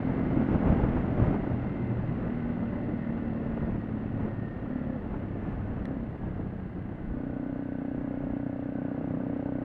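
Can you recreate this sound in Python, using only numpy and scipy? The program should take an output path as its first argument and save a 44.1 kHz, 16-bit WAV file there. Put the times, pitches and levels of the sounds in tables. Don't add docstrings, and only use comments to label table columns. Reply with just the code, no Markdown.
import sys
import numpy as np
from scipy import signal
from scipy.fft import rfft, irfft
from scipy.io import wavfile
from scipy.ndimage import uniform_filter1d

SR = 44100
rng = np.random.default_rng(int(sys.argv[2]) if len(sys.argv) > 2 else 0)


def generate_wav(sig):
    pcm = np.round(np.clip(np.atleast_2d(sig).T, -1, 1) * 32767).astype(np.int16)
    wavfile.write(sys.argv[1], SR, pcm)


N = 425124
TIME = np.arange(N) / SR
HAND_S = 0.13
CRUISE_RATE = 36


def gain_of(db):
    return 10 ** (np.asarray(db) / 20)


def evened(x):
    return x / np.sqrt(np.mean(x ** 2) + 1e-20)


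def hand_smoothed(x):
    return uniform_filter1d(x, int(HAND_S * SR))


def coloured(x, points):
    hz, db = np.transpose(points)
    bins = np.fft.rfftfreq(N, 1 / SR)
    shape_db = np.interp(np.log(bins + 1), np.log(hz), db)
    return evened(irfft(rfft(x) * gain_of(shape_db), N))


def wander(rate_hz):
    bins = np.fft.rfftfreq(N, 1 / SR)
    return evened(irfft(rfft(rng.standard_normal(N)) * np.exp(-(bins / rate_hz) ** 2), N))


def ring(x, hz, width_hz):
    turn = np.exp(2j * np.pi * np.cumsum(hz * np.ones(N)) / SR)
    decay = np.exp(-np.pi * width_hz / SR)
    return (turn * signal.lfilter([1], [1, -decay], x / turn + 1e-18)).imag


def note(cycles, multiple, waver, waver_hz):
    return np.sin(2 * np.pi * round(multiple) * cycles + waver * wander(waver_hz))


# (time [s], firing rate [firings per second])
ENGINE_SPEED = [(0, 43.8), (.6, 43.1), (1.1, 41.15), (1.5, 40.72), (1.85, 39.74), (2.15, 39.0),
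                (2.35, 39.93), (2.6, 38.97), (3.3, 38.01), (3.65, 37.56), (3.85, 36.12), (4.15, 36.22),
                (4.5, 35.04), (4.8, 36.03), (5.05, 33.98), (5.3, 34.05), (5.75, 32.66), (5.95, 33.6),
                (6.2, 31.99), (6.9, 30.84), (7.15, 31.4), (7.35, 30.55), (7.6, 31.06), (7.85, 30.93),
                (8.5, 30.95), (9.64, 31.5)]


def engine_speed():
    return np.interp(TIME, *np.transpose(ENGINE_SPEED))


# (start [s], end [s], opening at the start [0-1], opening at the end [0-1])
THROTTLE_TWISTS = [(0, 1.6, .44, .17), (2.24, 3.75, .34, .28), (3.88, 4.44, .22, .17), (4.69, 5.0, .58, .4),
                   (5.84, 6.09, .68, .27), (7.09, 9.8, .56, .98)]


def grip():
    held = sum(np.interp(TIME, [start, end], [first, last], left=0, right=0)
               for start, end, first, last in THROTTLE_TWISTS)
    return np.clip(hand_smoothed(held), 0, 1)


# (frequency [Hz], width [Hz], level with throttle shut [dB], level with throttle open [dB])
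MUFFLER_MODES = [(97, 97, -7, -40), (130.5, 34, -5.5, -13), (177, 43, -10, -11.5), (276, 20, -11, -26),
                 (770, 83, -28, -19)]
PIPE_SHUT_HZ, PIPE_OPEN_HZ, SHUT_WIDTH_HZ, OPEN_WIDTH_HZ = 213.4, 273, 74, 37.5
HOT_OPENING = 0.7
SHUT_DB, LOAD_DB, OPEN_DB, BEAT_DB_PER_OCTAVE = -44.5, 6.5, 4.5, 6
PACKING_HZ = 1160


def exhaust(cycles, octaves, throttle, load, valve_phase=0.1393):
    firings = np.flatnonzero(np.diff(np.floor(cycles - valve_phase)) > 0)
    firing_load = load[firings]
    strength, delay = rng.standard_normal((len(firings), 2)).T
    uneven_db = 3 + (0.55 - 3) * firing_load
    late_s = delay * 0.000099 * (1.15 - firing_load)
    places = np.clip(firings + np.round(late_s * SR).astype(int), 0, N - 1)
    pulses = np.zeros(N)
    pulses[places] = gain_of(strength * uneven_db)
    puff = 0.004 * np.exp(-((cycles - valve_phase) % 1) / 0.07) * rng.standard_normal(N)
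    drive = pulses + puff

    heat = np.sin(np.pi / 2 * np.minimum(throttle / HOT_OPENING, 1)) ** 2
    pipe_hz = PIPE_SHUT_HZ + (PIPE_OPEN_HZ - PIPE_SHUT_HZ) * heat + 2 * wander(rate_hz=35)
    cool_pipe = ring(drive, pipe_hz, SHUT_WIDTH_HZ)
    hot_pipe = ring(drive, pipe_hz, OPEN_WIDTH_HZ)
    pipe = (1 - heat) * cool_pipe + heat * hot_pipe
    thump = evened(ring(pipe, pipe_hz, width_hz=140))

    opening = 0.93 * throttle + 0.07 * load
    muffler = np.zeros(N)
    for hz, width_hz, shut_db, open_db in MUFFLER_MODES:
        amount = opening if open_db > shut_db else load
        muffler += gain_of(shut_db + (open_db - shut_db) * amount) * ring(drive, hz, width_hz)

    outlet = signal.butter(2, [100, 1000], "band", fs=SR, output="sos")
    beat_db = SHUT_DB + LOAD_DB * load + OPEN_DB * throttle + BEAT_DB_PER_OCTAVE * octaves
    beat = gain_of(beat_db) * signal.sosfilt(outlet, thump + muffler / np.std(pipe))
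    packing = signal.butter(3, PACKING_HZ, fs=SR, output="sos")
    return signal.sosfiltfilt(packing, beat + bark(pulses, throttle, load))


def bark(pulses, throttle, load, bark_db=-56, open_db=16):
    rasp = ring(pulses, 555, width_hz=115)
    edged = ring(rasp, 740, width_hz=380)
    return load * gain_of(bark_db + open_db * throttle) * evened(edged)


# (multiple of the firing rate [times], level [dB])
HUM_NOTES = [(5, -42), (6, -40), (15, -47.5)]


def hum(cycles, octaves, throttle, load, db_per_octave=22, flutter_db=4.5):
    tones = sum(gain_of(db + flutter_db * wander(rate_hz=5.5)) * note(cycles, multiple, 0.25, waver_hz=4.1)
                for multiple, db in HUM_NOTES)
    return load * (1 - throttle) * gain_of(db_per_octave * np.minimum(octaves, 0)) * tones


# (frequency [Hz], width [Hz], relative level [dB])
CASING_MODES = [(1505, 80, 5), (1743, 250, 0.5), (1874, 110, -0.5), (1995, 100, -1.5), (2612, 150, -6.5),
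                (2690, 120, -15.5), (3950, 180, -29), (4150, 89, -27.5)]


def casing(x):
    rung = sum(gain_of(db) * width_hz * ring(x, hz, width_hz) for hz, width_hz, db in CASING_MODES)
    band = signal.butter(4, [1100, 4500], "band", fs=SR, output="sos")
    return evened(signal.sosfilt(band, rung))


# (multiple of the firing rate, rounded to whole [times],
# relative level with throttle shut [dB], relative level with throttle open [dB])
GEAR_TONES = [(34, -18.5, -6), (38, -15.5, 1.5), (47, -10, -1), (49, -12.5, 0), (50, -12.5, -1.5),
              (52, 1, -4), (54, -16.5, 1.5), (66.3, -7, -11), (69.8, -15, -3)]


def gears(cycles, load, whine_db=-60.0, flutter_db=3, throb=0.29):
    tones = np.zeros(N)
    for multiple, shut_db, open_db in GEAR_TONES:
        level_db = shut_db + (open_db - shut_db) * load + flutter_db * wander(rate_hz=3.3)
        tones += gain_of(level_db) * note(cycles, multiple, 1.15, waver_hz=32)
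    pressed = 1 + throb * np.sin(2 * np.pi * cycles)
    return gain_of(whine_db) * casing(tones * pressed)


def clatter(cycles, clatter_db=-59, tap_length=0.14, tap_phase=0.37):
    taps = 1 + np.exp(-((cycles - tap_phase) % 1) / tap_length)
    return gain_of(clatter_db) * casing(taps * rng.standard_normal(N))


# (centre [s], length [s], lift of the buffeting [dB], lift of the rush [dB], lift of the rumble [dB])
GUST_BELLS = [(0.852, 2.6, 3, 5, 7), (0.398, 0.14, 4, 1, -2), (0.532, 0.12, 4.5, 4.5, 7),
              (0.692, 0.15, 8, 5.5, 10), (0.83, 0.3, 3.5, 3, 8), (0.98, 0.12, 2.5, 2.5, 6.5),
              (1.247, 0.29, 6.5, 5, 4), (1.347, 0.062, 5, 4, 4), (1.522, 0.074, 4.5, 1, -1),
              (2.192, 1, 0.5, 2, 3.5), (2.874, 0.26, 2.5, -1.5, -4), (3.665, 0.42, 3, 2.5, 5.5),
              (4.238, 0.22, 5, 4.5, 4.5), (5.152, 0.17, 1, 5, 9), (5.474, 0.32, 3.5, 5, 8.5),
              (5.716, 0.54, 2.5, 4, 6), (6.263, 0.19, 2.5, 3.5, 11), (6.405, 0.22, 2, 2, 3),
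              (7.1, 0.33, -0.5, -0.5, 9.5), (7.976, 0.16, 5, 2, 6), (8.262, 0.39, 3.5, 2.5, 4),
              (9.146, 1.1, 4.5, 2.5, -4)]


def gusts():
    bells = np.array([np.cos(np.pi * np.clip((TIME - centre) / length, -.5, .5)) ** 2
                      for centre, length, *_ in GUST_BELLS])
    return np.array(GUST_BELLS)[:, 2:].T @ bells


# (frequency [Hz], relative level [dB])
BUFFET_SPECTRUM = [(30, -19.5), (70, -8.5), (110, -3), (180, -1.5), (290, -3.5), (400, -12), (600, -17.5),
                   (1000, -33), (2000, -53.5), (4000, -68.5), (8000, -87)]
# (frequency [Hz], relative level [dB])
RUMBLE_SPECTRUM = [(12, -3.5), (30, 3), (55, 5.5), (75, 3.5), (100, -5.5), (160, -28), (500, -79)]
BUFFET_DB, BUFFET_DB_PER_OCTAVE = -36.5, 14
RUMBLE_DB, RUMBLE_DB_PER_OCTAVE = -45.5, -0.5
LEE_START_S, LEE_TURN_S, LEE_BUFFET_DB, LEE_RUMBLE_DB = 7.15, 0.44, -3, -4.5


def wind(eddies, octaves, gust_db, deep_gust_db, lump_db=1.54, deep_swell_db=1.0):
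    lee = np.clip((TIME - LEE_START_S) / LEE_TURN_S, 0, 1)
    buffet_db = BUFFET_DB + BUFFET_DB_PER_OCTAVE * octaves + gust_db + LEE_BUFFET_DB * lee
    rumble_db = RUMBLE_DB + RUMBLE_DB_PER_OCTAVE * octaves + deep_gust_db + LEE_RUMBLE_DB * lee
    rumble_db += deep_swell_db * wander(rate_hz=3.8)
    lumpy_noise = rng.standard_normal(N) * gain_of(lump_db * eddies)
    buffet = gain_of(buffet_db) * coloured(lumpy_noise, BUFFET_SPECTRUM)
    rumble = gain_of(rumble_db) * coloured(rng.standard_normal(N), RUMBLE_SPECTRUM)
    return buffet + rumble


# (frequency [Hz], relative level [dB])
RUSH_SPECTRUM = [(100, -18.5), (300, 4.5), (450, 6.5), (700, 7.5), (950, 1.5), (1300, -1), (1700, -6),
                 (2100, -10), (2450, -15), (2900, -19.5), (3600, -28), (4300, -40), (5000, -39.5),
                 (7000, -46), (9000, -57.5), (12500, -64.5)]
RUSH_DB, RUSH_DB_PER_OCTAVE = -48.5, 14


def tyres(eddies, octaves, gust_db, lump_db=1.6, crunch_per_s=160, crunch=0.37, spread_db=2.0):
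    struck = rng.random(N) < crunch_per_s / SR
    size = gain_of(spread_db * np.minimum(rng.exponential(1, N), 4))
    gravel = struck * size * rng.choice([-1, 1], N)
    rush = rng.standard_normal(N) + crunch * evened(gravel)
    lower_part = signal.butter(2, 1700, fs=SR, output="sos")
    lumps = signal.sosfiltfilt(lower_part, rush * (gain_of(lump_db * eddies) - 1))
    rush_db = RUSH_DB + RUSH_DB_PER_OCTAVE * octaves + gust_db
    return gain_of(rush_db) * coloured(rush + lumps, RUSH_SPECTRUM)


def blows(events, modes):
    out, age = np.zeros(N), np.arange(SR // 10) / SR
    contact = np.minimum(age * modes[0][0], 1) ** 2
    for start_s, peak_db in events:
        rung = np.zeros(len(age))
        for hz, db, t60 in modes:
            rung += rng.choice([-1, 1]) * gain_of(db - 60 * age / t60) * np.sin(2 * np.pi * hz * age)
        rung *= contact
        out[round(start_s * SR):][:len(age)] += gain_of(peak_db) * rung / abs(rung).max()
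    return out


# (time [s], peak level [dB])
SLAP_TIMES = [(0.345, -28), (0.69, -16), (0.822, -23), (0.88, -29), (1.208, -13.5), (1.515, -26)]
# (frequency [Hz], relative level [dB], time to fall 60 dB [s])
HELMET_MODES = [(59.4, -7.5, 0.12), (81.7, 0, 0.1), (121.6, 1, 0.075)]


def helmet_slaps():
    return blows(SLAP_TIMES, HELMET_MODES)


# (time [s], peak level [dB])
KNOCK_TIMES = [(.484, -30), (.795, -21), (.832, -24), (1.34, -25), (4.235, -32), (5.139, -31), (5.42, -37)]
# (frequency [Hz], relative level [dB], time to fall 60 dB [s])
FAIRING_MODES = [(400, 2, 0.029), (502, 3, 0.015), (690, 7, 0.0036), (867, -4.5, 0.049),
                 (1410, -13.5, 0.038), (1850, -22, 0.012)]


def suspension_knocks():
    return blows(KNOCK_TIMES, FAIRING_MODES)


# (multiple of the firing rate [times], level [dB])
DRONE_NOTES = [(3, -40.5), (4, -43), (6, -47), (7, -52), (9, -52)]
# (start [s], end [s], change of the drone level [dB])
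DRONE_TIMES = [(1.5, 2.22, 2), (3.72, 4.45, 0), (5.2, 5.82, 1), (6.2, 6.9, -1.5)]


def exhaust_drone(cycles, octaves, flutter_db=2.9, db_per_octave=8):
    tones = sum(gain_of(db + flutter_db * wander(rate_hz=5.4)) * note(cycles, multiple, 0.5, waver_hz=6.2)
                for multiple, db in DRONE_NOTES)
    droning = sum(gain_of(db) * ((TIME > start) & (TIME < end)) for start, end, db in DRONE_TIMES)
    return hand_smoothed(droning) * gain_of(db_per_octave * octaves) * tones


# (time [s], peak level [dB])
STONE_TIMES = [(5.8545, -34)]
# (frequency [Hz], relative level [dB], time to fall 60 dB [s])
STONE_MODES = [(1870, 2.5, 0.015), (2380, -20, .008), (3330, -9, 0.0082), (4060, -17, 0.015),
               (5700, -15, .004), (8300, -10, 0.002), (10700, -19, 0.0033)]


def stone_ping():
    return blows(STONE_TIMES, STONE_MODES)


HALF_LOAD = 0.22


def scene():
    speed, throttle = engine_speed(), grip()
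    cycles = np.cumsum(speed) / SR
    octaves = np.log2(speed / CRUISE_RATE)
    load = 1 - .5 ** ((throttle / HALF_LOAD) ** 2)
    wind_db, rush_db, rumble_db = gusts()
    eddies = wander(rate_hz=47)
    engine = exhaust(cycles, octaves, throttle, load) + hum(cycles, octaves, throttle, load)
    engine += exhaust_drone(cycles, octaves)
    machinery = (gears(cycles, load) + clatter(cycles)) * (speed / speed.mean()) ** 2.5
    air = wind(eddies, octaves, wind_db, rumble_db) + tyres(eddies, octaves, rush_db)
    hits = helmet_slaps() + suspension_knocks() + stone_ping()
    return (engine + machinery + air + hits)[None]


# (frequency [Hz], relative level [dB])
HISS_SPECTRUM = [(100, -0.5), (4000, 0), (7000, 3.5), (12500, 0.5)]
EDGE_HZ = 12750


def record(dry):
    hissing = dry + gain_of(-87) * coloured(rng.standard_normal(N), HISS_SPECTRUM)
    ends = np.minimum(np.minimum(TIME, TIME[-1] - TIME) / .003, 1)
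    band_limit = signal.firwin(511, EDGE_HZ, window=("kaiser", 9), fs=SR)
    return signal.oaconvolve(hissing * ends, band_limit[None], "same")


dry = scene()
out = record(dry)
generate_wav(out)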